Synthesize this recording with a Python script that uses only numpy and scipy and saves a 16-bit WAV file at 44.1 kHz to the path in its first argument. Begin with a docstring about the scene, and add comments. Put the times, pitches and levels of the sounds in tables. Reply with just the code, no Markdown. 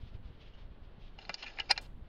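"""Low handling rumble, rustling sleeves and a faint hiss of open air, on one microphone close to a trailer
wheel outdoors. A steel hubcap is pushed on: its rim scrapes and taps the hub, then snaps home at 1.7 s,
and a faint bright hiss follows. Each strike, and each stick-slip click of a scrape, rings the cap's modes
and a brief clatter of cap and wheel. The hands damp the ring."""
import sys
import numpy as np
from scipy import signal
from scipy.fft import rfft, irfft, next_fast_len
from scipy.io import wavfile
from scipy.ndimage import uniform_filter1d

SR = 44100
rng = np.random.default_rng(int(sys.argv[2]) if len(sys.argv) > 2 else 0)


def master_out(mix):
    """Clip the mix to full scale and print it as 16-bit PCM to the path in sys.argv[1]."""
    frames = np.transpose(np.atleast_2d(mix))
    ceiling = np.clip(frames, -1, 1)
    pcm = np.round(ceiling * 32767).astype(np.int16)
    wavfile.write(sys.argv[1], SR, pcm)


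N = 91728


def undb(db):
    """Decibels to gain."""
    return 10 ** (np.asarray(db) / 20)


def unit(x):
    """Scale to rms 1."""
    return x / np.sqrt(np.mean(x ** 2) + 1e-20)


def add(out, start_s, x):
    """Mix a sound in at a time."""
    i = int(start_s * SR)
    out[i:i + len(x)] += x[:len(out) - i]


def curve(rows):
    """Gain over time from (t/s, level/dB) points."""
    return undb(np.interp(np.arange(N) / SR, *np.array(rows).T))


def flutter(rate_hz, spread_db):
    """Gain that wanders smoothly at random around 0 dB."""
    hold = int(SR / rate_hz)
    steps = np.repeat(rng.standard_normal(N // hold + 1), hold)
    return undb(spread_db * unit(uniform_filter1d(steps, hold)[:N]))


def fade(t, t60):
    """Exponential decay, 60 dB down after t60 seconds."""
    return np.exp(-np.log(1000) * t / t60)


def colour(x, points, hump=None):
    """Causal filter through (f/Hz, level/dB) points, with an optional narrow (f/Hz, boost/dB) hump."""
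    n = 2 * next_fast_len(len(x))
    octave = np.log2(np.maximum(np.arange(n // 2 + 1) * SR / n, 1))
    hz, db = np.array(points, float).T
    shape_db = np.interp(octave, np.log2(hz), db)
    if hump:
        hump_hz, boost_db = hump
        width_octaves = 0.13
        shape_db += boost_db * np.exp(-.5 * ((octave - np.log2(hump_hz)) / width_octaves) ** 2)
    # minimum phase: nothing sounds ahead of a strike
    cepstrum = irfft(np.log(undb(shape_db)))
    cepstrum[1:n // 2] *= 2
    cepstrum[n // 2 + 1:] = 0
    return irfft(rfft(x, n) * np.exp(rfft(cepstrum)))[:len(x)]


def noise(spectrum):
    """Scene-long noise of rms 1, shaped by (f/Hz, level/dB) points."""
    return unit(colour(rng.standard_normal(N), spectrum))


def outdoor_air():
    """The open air around the trailer: a faint, dull hiss."""
    # spectrum of the hiss: f/Hz, relative level/dB
    spectrum = [(150, -16), (250, -3.5), (450, -4.5), (1100, -12.5), (1650, -15.5), (2500, -21),
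                (3150, -19.5), (4400, -28.5), (5600, -43), (6900, -58), (7400, -65), (11000, -58.5),
                (15000, -74.5)]
    # its course: t/s, level/dB
    levels = [(0, -64), (.55, -64.5), (.85, -64), (1.15, -64), (1.8, -61.5), (1.95, -66.5), (2.08, -62.5)]
    return noise(spectrum) * curve(levels) * flutter(rate_hz=18, spread_db=0.86)


def handling():
    """Handling makes a wavering low rumble and a few soft one-cycle bumps."""
    # spectrum of the rumble: f/Hz, relative level/dB
    spectrum = [(12, 2.5), (30, 5), (60, -7), (110, -10.5), (200, -16.5), (320, -26.5), (700, -67)]
    # its course: t/s, level/dB
    levels = [(0, -48.5), (.17, -45.5), (.42, -51), (.68, -50.5), (.8, -50), (1.15, -50.5), (1.35, -55),
              (1.55, -55), (1.85, -48.5), (2.08, -52.5)]
    # soft bumps: t/s, level/dB, f/Hz
    bumps = [(.037, -38, 80), (.118, -49, 56), (0.152, -35.5, 73), (0.259, -37.5, 44.7),
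             (0.303, -41.5, 92.6), (0.657, -42, 54.4), (0.713, -42, 43.4), (.719, -47.5, 150),
             (0.823, -43.5, 79), (.984, -44.5, 118), (2.027, -41.5, 65.6)]
    t = np.arange(N) / SR
    out = noise(spectrum) * curve(levels) * flutter(rate_hz=14, spread_db=2)
    for at, db, hz in bumps:
        phase_squared = (np.pi * hz * (t - at)) ** 2
        out += undb(db) * (1 - 2 * phase_squared) * np.exp(-phase_squared)
    return out


def sleeves():
    """Cloth rustles unevenly near the microphone as the arms carry the cap to the wheel."""
    # spectrum of the cloth: f/Hz, relative level/dB
    spectrum = [(800, -24.5), (2000, -5.5), (3200, 0.5), (4500, -7.5), (6800, -26.5), (7600, -45)]
    # its course: t/s, level/dB
    levels = [(0, -81), (.05, -64.5), (.13, -77), (.3, -71.5), (.68, -79), (.85, -78), (1.15, -71),
              (1.8, -83.5), (1.95, -86.5)]
    return noise(spectrum) * curve(levels) * flutter(rate_hz=30, spread_db=5)


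def cap_ring(contact_db, bass_db, treble_db, hump, modes_db=0):
    """The hand-damped cap answers one contact: modes and clatter, coloured by its force and position."""
    # modes of the steel cap: f/Hz, relative level/dB, t60/s
    modes = [(183.4, -19.5, 0.11), (402, -11.5, .04), (567, -13, .07), (803, -3, 0.046), (954, -4, 0.03),
             (1325, -16, 0.075), (1465, -5.5, .05), (1643, -13, 0.09), (1756, -2.5, 0.026),
             (2039, -0.5, 0.039), (2390, -1.5, 0.057), (2754, 1, 0.036), (2919, 2, 0.032),
             (3660, -10.5, .045), (4170, 2, 0.029), (4620, -6, .045), (5010, 3, 0.024), (5550, -8, .04)]
    # spectrum of the crowd of short-lived resonances of cap and wheel: f/Hz, relative level/dB
    clatter_spectrum = [(120, -19.5), (400, -11.5), (600, -6), (800, 3), (1050, -5), (1200, -9.5),
                        (2700, -1.5), (3400, -4.5), (5200, -5.5), (6000, -16.5), (6600, -14.5), (7400, -22),
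                        (8250, -44), (9000, -20), (11500, -48), (15000, -64.5)]
    t = np.arange(16384) / SR
    ring = sum((-1) ** k * undb(db) * fade(t, t60) * np.sin(2 * np.pi * hz * t)
               for k, (hz, db, t60) in enumerate(modes))
    steel = signal.sosfilt(signal.butter(4, 6500, fs=SR, output="sos"), ring)
    rise = 1 - np.exp(-t / 0.00017)
    decay = fade(t, t60=0.026) + undb(-37.5) * fade(t, t60=0.18)  # brief burst, faint tail
    clatter = colour(rng.standard_normal(len(t)) * rise * decay, clatter_spectrum)
    sizzle_db = 2.5 + 1.6 * (contact_db + 21)  # only hard contacts reach the top octave
    tone = [(854, bass_db), (2300, 0), (5030, treble_db), (6970, treble_db),
            (8500, treble_db + sizzle_db)]
    return colour(undb(modes_db) * unit(steel) + undb(-2) * unit(clatter), tone, hump)


def rim_scrapes():
    """The rim slides on the hub: uneven stick-slip clicks ring the cap."""
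    # slides, the longest being the steady rub under the push:
    # t/s, length/s, level/dB, bass/dB, treble/dB, hump f/Hz, boost/dB
    slides = [(0.423, 0.233, -74.5, 0, -6, 3130, 15), (0.531, 0.026, -66, 0, -2, 3070, 5.5),
              (1.176, 0.69, -62, 1, 1.5, 3140, 3.5), (1.209, 0.022, -60.5, -15, -14, 4100, 20),
              (1.328, 0.014, -56.5, 2, 2, 5300, -6), (1.374, 0.054, -56, -7.5, 2, 2830, 4),
              (1.419, .028, -46.5, -1, -5.5, 2850, 8), (1.445, .066, -55.5, -8.5, -8.5, 1830, 7),
              (1.46, .026, -45.5, -5.5, -7.5, 2350, 2), (1.566, 0.058, -52.5, -4.5, -14.5, 2100, 8),
              (1.689, 0.021, -37.5, 0, -7, 5300, 10.5), (1.755, 0.016, -48.5, 5.5, -6, 2600, 13)]
    slips_per_s, slip_spread_db, edge_s = 1800, 2, 0.006
    out = np.zeros(N)
    for start, length, db, bass, treble, hz, boost in slides:
        n = int(length * SR)
        slips = rng.random(n) < slips_per_s / SR
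        strengths = undb(slip_spread_db * rng.standard_normal(n)) * rng.choice([-1, 1], n)
        force = slips * strengths * signal.windows.tukey(n, min(2 * edge_s / length, 1))
        ring = cap_ring(db, bass, treble, (hz, boost), modes_db=-4.5)  # lasting contact mutes the modes
        scrape = signal.fftconvolve(force, ring)
        rms = np.sqrt(np.sum(scrape ** 2) / n + 1e-20)
        add(out, start, undb(db) * scrape / rms)
    return out


def rim_taps():
    """The rim strikes the hub; the tight, loud run at 1.7 s is the cap snapping home."""
    # strikes: t/s, level/dB, bass/dB, treble/dB, hump f/Hz, boost/dB
    strikes = [(1.1872, -44.5, 6.5, -3.5, 2800, 9), (1.1935, -60, -7, 1, 2500, -3),
               (1.2505, -50, 3, -15, 4200, 22), (1.2936, -32.5, 5.5, -7, 1200, 14),
               (1.2990, -41, 3.5, -13, 2300, 4), (1.3415, -33, -4, 7.5, 4600, 6),
               (1.4262, -43, -5.5, 2.5, 4100, 8.5), (1.4340, -48, 15, -9, 2800, -1),
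               (1.4420, -48.5, -1.5, -8, 2850, 15), (1.5868, -35.5, -8, -17, 1900, 6.5),
               (1.5912, -40.5, 0, -33.5, 1650, 27.5), (1.598, -36, 1.5, 7, 730, 8),
               (1.6003, -29, -0.5, -6, 2830, 14.5), (1.6048, -38.5, -4, -9, 2850, 11.5),
               (1.6970, -42, 2.5, -18, 1600, 8.5), (1.7039, -30, 1.5, -3, 900, 7),
               (1.7075, -23, -2.5, -6.5, 2900, -1.5), (1.7107, -17.5, 0, 4.5, 5000, 8),
               (1.7135, -27, -6, 2, 2250, 11), (1.7770, -30, -2.5, -3.5, 4000, 4.5),
               (1.7797, -47, -15, 17, 2400, 9)]
    out = np.zeros(N)
    for start, db, bass, treble, hz, boost in strikes:
        ring = cap_ring(db, bass, treble, (hz, boost))
        peak_rms = np.sqrt(uniform_filter1d(ring ** 2, size=128).max())  # loudest 3 ms
        add(out, start, undb(db) * ring / peak_rms)
    return out


def bright_puff():
    """A faint, bright hiss flares and fades once the cap is seated."""
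    # spectrum of the puff: f/Hz, relative level/dB
    spectrum = [(1000, -7.5), (4000, -5.5), (8000, -7), (12000, -12), (15500, -16)]
    hiss = undb(-61.5) * noise(spectrum) * fade(np.arange(N) / SR, t60=0.2)
    out = np.zeros(N)
    add(out, start_s=1.8125, x=hiss)
    return out


def scene():
    """Air, hands and cap at one microphone close to the wheel."""
    return (outdoor_air() + handling() + sleeves() + rim_scrapes() + rim_taps() + bright_puff())[None]


def record(dry):
    """The recorder cuts the top steeply above 15.7 kHz."""
    return signal.sosfilt(signal.ellip(8, .2, 70, 15700, fs=SR, output="sos"), dry)


dry = scene()
out = record(dry)
master_out(out)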